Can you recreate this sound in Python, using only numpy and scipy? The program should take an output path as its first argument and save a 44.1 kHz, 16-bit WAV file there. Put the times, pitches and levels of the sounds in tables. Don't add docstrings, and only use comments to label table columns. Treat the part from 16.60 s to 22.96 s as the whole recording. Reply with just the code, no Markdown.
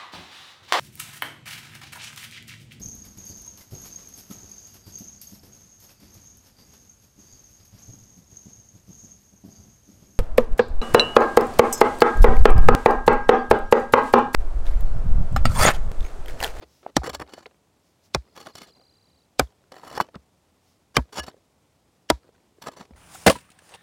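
import sys
import numpy as np
from scipy import signal
from scipy.fft import rfft, irfft, next_fast_len
from scipy.io import wavfile
from scipy.ndimage import map_coordinates

SR = 44100
rng = np.random.default_rng(int(sys.argv[2]) if len(sys.argv) > 2 else 0)


def put_to_file(sound):
    columns = np.atleast_2d(sound).T
    safe = np.clip(columns, -1, 1)
    whole_steps = np.round(safe * 32767)
    wavfile.write(sys.argv[1], SR, whole_steps.astype(np.int16))


N = 280476


def amp(db):
    return 10 ** (np.asarray(db) / 20)


def unit(x):
    return x / np.sqrt(np.mean(x ** 2) + 1e-20)


def punch(x):
    return x / np.sqrt(np.sum(x ** 2) / (0.005 * SR))


def add(track, s, sound):
    start = max(round(s * SR), 0)
    track[start:start + len(sound)] += sound[:N - start]


def wobble(rate, size=N):
    knots = rng.standard_normal(4096)
    return map_coordinates(knots, [np.arange(size) * rate / SR], mode="wrap")


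def colour(x, spectrum):
    size = next_fast_len(len(x) + 4096)
    f, db = np.transpose(spectrum)
    log_f = np.log(np.fft.rfftfreq(size, 1 / SR) + 1)
    gain = amp(np.interp(log_f, np.log(f), db))
    cepstrum = irfft(np.log(gain), size)
    cepstrum[1:size // 2] *= 2
    cepstrum[size // 2 + 1:] = 0
    response = np.exp(rfft(cepstrum))
    return irfft(rfft(x, size) * response, size)[:len(x)]


def resonances(x, modes):
    size = next_fast_len(len(x) + 4096)
    f = np.fft.rfftfreq(size, 1 / SR)
    gain = sum(amp(db) * 1j * f * width / (hz ** 2 - f ** 2 + 1j * f * width)
               for hz, width, db in modes)
    return irfft(rfft(x, size) * gain, size)[:len(x)]


def pebbly(x, depth_db, count=56):
    hz = np.geomspace(250, 16000, count)
    return colour(x, np.column_stack([hz, depth_db * rng.standard_normal(count)]))


def grains(size, rate, spread_db):
    hits = rng.random(size) < rate / SR
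    return unit(hits * rng.standard_normal(size) * amp(spread_db * rng.random(size)))


def burst(t, rise, t60):
    shape = (1 - np.exp(-(t / rise) ** 2)) * amp(-60 * t / t60)
    return shape / shape.max()


def ground(t, hz, swell):
    heave = (t / swell * np.exp(1 - t / swell)) ** 3
    return heave * np.sin(2 * np.pi * hz * t)


def stroke(t, length):
    after = np.maximum(t - length, 0)
    release = amp(-60 * after / (0.0098 + 0.22 * length)) + 0.071 * amp(-60 * after / 0.11)
    shape = (1 - np.exp(-t / (0.001 + 0.05 * length))) * release
    rough = shape * amp(3.9 * wobble(200, size=len(t)))
    return rough * np.linalg.norm(shape) / np.linalg.norm(rough)


# (f/Hz, level/dB)
AIR = [(15, -42), (25, -16), (82, 0.5), (123, -5), (161, -4), (212, -5), (427, -9), (754, -11.5),
       (988, -14.5), (1700, -22.5), (1840, -21), (7920, -25.5), (16000, -35.5)]


def air():
    high_pass = signal.butter(3, 45, "high", fs=SR, output="sos")
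    breeze = signal.sosfilt(high_pass, colour(rng.standard_normal(N), AIR))
    return amp(-65 + 0.3 * wobble(2.5) + 0.64 * wobble(86)) * unit(breeze)


TRILL_START_S, NOTE_GAP_S, GAP_GROWTH_S = 1.625, 0.01384, 0.000015
TRILL_SINK_PER_S = 0.072
# (t/s, level/dB)
TRILL = [(1.6, -80), (1.75, -63.5), (2.0, -58), (2.2, -57.5), (2.62, -65.5), (2.68, -77.5)]


def bird(high_hz=4990, low_hz=4380, count=72):
    out, u = np.zeros(N), np.linspace(-1, 1, round(0.012 * SR))
    notes = [high_hz - 130 * (u + 0.5) ** 2, low_hz - 400 * u ** 2]
    for k in range(count):
        elapsed = k * (NOTE_GAP_S + GAP_GROWTH_S * k / 2)
        start = TRILL_START_S + elapsed
        db = np.interp(start, *np.transpose(TRILL)) + rng.normal(0, 1.3)
        hz = notes[k % 2] * (1 - TRILL_SINK_PER_S * elapsed + rng.normal(0, 0.0054))
        tone = np.sin(2 * np.pi * np.cumsum(hz) / SR)
        add(out, start, amp(db) * np.cos(np.pi * u / 2) * tone)
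    return out


# (t/s, half length/s, level/dB)
SWINGS = [(0.156, 0.098, -66), (1.277, 0.056, -71.5), (1.454, 0.027, -64.5), (4.098, 0.059, -70)]


def sleeves():
    t = np.arange(N) / SR
    level = sum(amp(db) * np.exp(-((t - s) / half) ** 2) for s, half, db in SWINGS)
    cloth = [(1000, -11), (3500, -4), (5500, 2), (8000, -9), (15000, -12)]  # (f/Hz, level/dB)
    return level * unit(colour(rng.standard_normal(N), cloth))


# (t/s, length/s, level/dB)
SCUFFS = [(0.01, 0.032, -46.5), (0.226, 0.077, -53), (0.857, 0.009, -40), (3.485, 0.007, -48.5),
          (3.541, 0.0043, -46), (3.55, 0.007, -41), (5.625, 0.072, -65.5)]
# (f/Hz, level per Hz/dB)
SOLE = [(100, -6.5), (400, 9), (1400, -4.5), (2600, -11), (4500, -12.5), (7000, -27.5), (15000, -42)]


def boots():
    out, t = np.zeros(N), np.arange(SR // 4) / SR
    for s, length, db in SCUFFS:
        force = stroke(t, length)
        crushed = force * grains(len(t), rate=4500, spread_db=7.0)
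        crunch = pebbly(colour(crushed, SOLE), depth_db=2.5)
        add(out, s, amp(db) * np.sqrt(np.mean(force ** 2)) * unit(crunch))
    return out


BLOW_SPILL_DB, PULL_SPILL_DB = -56.5, -49
CRUMB_SPREAD_DB, SPILL_FADE_DB = 6.5, 8.5
BLOW_SPILL_S, PULL_OVERRUN_S = 0.42, 0.13
CRUMBS_PER_S = 36


def trickle():
    out, t = np.zeros(N), np.arange(SR // 30) / SR
    spills = [(s, BLOW_SPILL_S, BLOW_SPILL_DB) for s, *_ in BLOWS]
    spills += [(s, length + PULL_OVERRUN_S, PULL_SPILL_DB) for s, length, *_ in PULLS]
    for s, length, db in spills:
        for when, size in rng.random((round(CRUMBS_PER_S * length), 2)):
            impact = burst(t, 0.00028, 0.009) * rng.standard_normal(len(t))
            tick = pebbly(colour(impact, SOLE), depth_db=6)
            level = amp(db - SPILL_FADE_DB * when - CRUMB_SPREAD_DB * size)
            add(out, min(s + when * length, (N - 1) / SR), level * punch(tick))
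    return out


# (t/s, level/dB, f/Hz, t60/s)
KNOCKS = [(0.264, -18.5, 706, 0.0088), (0.418, -31.5, 763, 0.054), (0.477, -21.5, 495, 0.04),
          (.779, -31, 629, 0.013), (.858, -31, 2260, 0.0033), (3.234, -33.5, 940, 0.015),
          (3.379, -22.5, 850, 0.019), (3.402, -3.5, 990, 0.0066), (3.403, -22, 1540, 0.026),
          (3.547, -33.5, 1300, 0.013), (3.56, -29, 190, 0.032), (4.381, -14.5, 245.5, 0.052),
          (4.389, -21.5, 944, 0.028), (4.743, -41, 495, 0.012), (5.69, -46.5, 457, 0.027),
          (5.984, -45, 390, 0.025), (6.088, -26.5, 650, 0.015), (6.308, -40, 223, 0.034)]
# (t/s, level/dB)
THUDS = [(0.027, -54.5), (.5, -42.5), (0.551, -43), (0.617, -49.5), (3.555, -50.5), (4.58, -35.5),
         (6.309, -44.5)]
# (t/s, level/dB)
CLINKS = [(4.356, -29), (4.585, -33), (4.598, -27), (4.636, -43), (5.49, -42)]
# (f/Hz, level/dB, t60/s)
STEEL = [(1200, -23, 0.066), (1696, -6, 0.13), (2902, -2, 0.055), (4360, -26, 0.13), (5570, -5, 0.032)]


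def loose_stones():
    out, t = np.zeros(N), np.arange(SR // 4) / SR
    for s, db, hz, t60 in KNOCKS:
        rough = unit(colour(rng.standard_normal(len(t)), SOIL))
        clack = np.sin(2 * np.pi * hz * t) + 0.17 * rough
        add(out, s, amp(db) * burst(t, 0.00076, t60) * clack)
    for s, db in THUDS:
        add(out, s, amp(db) * ground(t, hz=68.7, swell=0.03))
    for s, db in CLINKS:
        ring = sum(amp(level) * burst(t, 0.00035, t60) * np.sin(2 * np.pi * hz * t)
                   for hz, level, t60 in STEEL)
        add(out, s, amp(db) * ring)
    return out


def gravel(force, count=3):
    size, total = len(force), 0
    for _ in range(count):
        pressure = force * amp(4 * wobble(110, size=size))
        total = total + unit(pebbly(pressure * grains(size, rate=1100, spread_db=8), depth_db=3.5))
    return total


# (f/Hz, level per Hz/dB)
SOIL = [(50, -9), (150, -2), (300, -1), (550, 0), (1100, -0.5), (1800, -8.5), (2600, -17.5), (5000, -38.5),
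        (15000, -67)]
# (f/Hz, level per Hz/dB)
GRIT = [(800, -26.5), (2000, -2.5), (3000, 6.5), (4500, 7), (6000, -0.5), (7800, -3), (8700, -13),
        (10000, -6.5), (11500, -18.5), (14000, -18.5), (16000, -32.5)]
# (f/Hz, width/Hz, level/dB)
BLADE = [(1236, 62, 1), (1690, 35, 1.5), (2160, 130, -6.5), (2976, 39, 2), (3400, 96, -1.5), (4430, 160, 1),
         (5377, 73, 2), (5790, 160, -5), (6930, 83, -6), (7460, 69, -3), (9320, 190, -8.5),
         (11700, 67, -18.5), (11500, 430, -18), (14400, 400, -26)]


def slide(force, soil_db, grit_db, steel_db=-1, sand_db=-3):
    grinding = gravel(force)
    soil = colour(grinding, SOIL)
    snaps = force * grains(len(force), rate=6200, spread_db=5.5)
    sand = unit(colour(grinding, GRIT))
    steel = unit(pebbly(resonances(snaps, BLADE), depth_db=3))
    grit = amp(sand_db) * sand + amp(steel_db) * steel
    level = np.sqrt(np.mean(force ** 2)) * amp(soil_db)
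    return level * (unit(soil) + amp(grit_db) * unit(grit))


SLIP_KNOTS_PER_S, SLIP_DB = 44, 4
CATCH_S = 0.0054
# (t/s, length/s, soil level/dB, swell over the length/dB, grit re soil/dB)
PULLS = [(0.433, 0.041, -34, 3.5, -7.5), (0.527, 0.024, -42.5, 20, -1.5), (.608, 0.013, -32, 0, -14),
         (0.673, 0.16, -55, -2.5, -4), (1.746, 0.16, -49.5, -3.5, -3.5), (1.934, 0.11, -53, 7, 2.5),
         (2.068, 0.038, -73, -6, 13), (3.123, 0.22, -47, 3, -7), (3.321, 0.047, -45.5, 13.5, -2.5),
         (3.4, .018, -26, 4, -8), (4.343, .022, -43.5, 5, -4), (4.523, .077, -38, 14, -2),
         (4.629, 0.012, -44, 1, -1), (4.663, 0.039, -51, -9, 0), (6.013, 0.047, -48.5, 3, -6),
         (6.06, 0.026, -34, -2, -8), (6.114, 0.028, -54.5, 4, -3.5), (6.162, .09, -47.5, -17, -8.5)]
# (t/s, soil level/dB, grit re soil/dB)
CATCHES = [(.493, -28.5, -4), (.595, -31.5, -11.5), (.734, -38, -3.5), (1.866, -34.5, -9),
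           (1.952, -41, 1.5), (3.118, -39.5, -7), (3.374, -23.5, -11.5), (4.583, -31, -17),
           (4.679, -33.5, -9.5), (6.019, -50.5, 8.5)]


def scrapes():
    out, t = np.zeros(N), np.arange(round(0.35 * SR)) / SR
    for s, length, soil_db, swell_db, grit_db in PULLS:
        heap_db = swell_db * (np.minimum(t / length, 1) - 0.5)
        steady = stroke(t, length) * amp(heap_db)
        force = steady * amp(SLIP_DB * wobble(SLIP_KNOTS_PER_S, size=len(t)))
        force = force * np.linalg.norm(steady) / np.linalg.norm(force)
        add(out, s, slide(force, soil_db, grit_db))
    for s, soil_db, grit_db in CATCHES:
        add(out, s, slide(stroke(t, CATCH_S), soil_db, grit_db))
    return out


HISS_DB, HISS_T60_S = -45, 0.16
# (t/s, crack level/dB, crushed soil level/dB, stone level/dB, ground thump level/dB,
#         dull push level/dB, crush t60/s, lift of the crack's top octave/dB)
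BLOWS = [(0.3656, -14.5, -19, -11.5, -24, -23.5, 0.049, -3.5), (1.5461, -18, -17, -22, -26, -24, 0.044, -5),
         (2.794, -15.5, -13, -10, -23.5, -24, 0.06, 4.5), (4.3663, -15, -13, -11.5, -20, -17.5, 0.064, 3.5),
         (5.5001, -14, -10, -11.5, -25.5, -26.5, 0.038, -3)]
# (f/Hz, width/Hz, level/dB)
STONES = [
    [(303, 87, 3.5), (417, 180, 4), (3100, 250, -16.5), (7340, 300, -13.5), (820, 110, -1.5),
     (1650, 97, -23.5), (2520, 150, -15), (3660, 250, -14), (4410, 130, -16)],
    [(248, 85, -5.5), (618, 77, -3), (1177, 150, -5), (1700, 55, -12), (2455, 49, -10.5),
     (3960, 100, -11.5), (4325, 157, -13)],
    [(270, 150, -7), (495, 93, -3), (784, 200, 4.5), (1254, 61, -6), (1508, 98, -1.5), (2310, 68, -9.5),
     (4500, 260, -23.5)],
    [(238, 110, -8.5), (887, 320, -3), (1219, 140, 3), (1566, 140, 1), (2070, 120, -2.5), (2367, 82, -3),
     (3130, 68, -3.5), (4330, 210, -12)],
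    [(310, 27, 2), (487.5, 150, 12.5), (780, 72, 1), (958, 24, 3), (1350, 87, -5.5), (2550, 100, -11.5),
     (3393, 140, -5), (4745, 400, -14.5)],
]
# (f/Hz, level per Hz/dB)
CRACK = [(300, -28.5), (1200, 3), (2300, 2.5), (2800, -9), (3600, 4), (5200, 2.5), (6500, -3), (7700, -2),
         (8700, -14.5), (10200, -6.5), (13000, -16.5), (16000, -22.5)]
# (f/Hz, level per Hz/dB)
CRUSH = [(40, -23.5), (120, -7), (300, 4.5), (800, 2), (1400, -5), (2200, -16), (4000, -27), (10000, -41)]


def blows():
    out, t = np.zeros(N), np.arange(SR // 4) / SR
    for blow, modes in zip(BLOWS, STONES):
        s, crack_db, crush_db, stone_db, thump_db, push_db, t60, top_db = blow
        crack_noise, crush_noise, lead_in_noise = rng.standard_normal((3, len(t)))
        lead_in = amp(-60 * t / 0.022) * unit(colour(lead_in_noise, GRIT))
        add(out, s + 0.00066 - len(t) / SR, amp(crack_db - 14.5) * lead_in[::-1])
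        spectrum = [(hz, db + top_db * np.clip(np.log2(hz / 6000), 0, 1)) for hz, db in CRACK]
        splinter = burst(t, 0.0018, 0.01) + amp(-21.0) * burst(t, 0.0046, 0.021)
        hiss = amp(HISS_DB) * burst(t, 0.03, HISS_T60_S)
        add(out, s, amp(crack_db) * punch(colour(crack_noise * (splinter + hiss), spectrum)))
        crushed = colour(crush_noise * burst(t, 0.0013, t60), CRUSH)
        add(out, s, amp(crush_db) * punch(crushed))
        ring = np.zeros(len(t))
        for hz, width, db in modes:
            decay = np.sqrt(width) * np.exp(-np.pi * width * t)
            ring += amp(db) * decay * np.sin(2 * np.pi * (hz * t + rng.random()))
        add(out, s + 0.001, amp(stone_db) * punch(ring * burst(t, 0.0016, 0.19)))
        add(out, s + 0.013, amp(thump_db) * ground(t, hz=61.4, swell=0.021))
        add(out, s + 0.0037, amp(push_db) * ground(t, hz=137.5, swell=0.009))
    return out


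def scene():
    digging = blows() + scrapes() + boots() + loose_stones() + trickle()
    background = sleeves() + bird() + air()
    return (digging + background)[None]


TOP_HZ = 15900


def record(dry):
    high_pass = signal.butter(2, 32, "high", fs=SR, output="sos")
    lean = signal.sosfiltfilt(high_pass, dry)
    rounded = lean / (1 + np.abs(lean / 0.85) ** 6) ** (1 / 6)
    low_pass = signal.ellip(10, 0.1, 90, TOP_HZ, fs=SR, output="sos")
    return signal.sosfilt(low_pass, rounded)


dry = scene()
out = record(dry)
put_to_file(out)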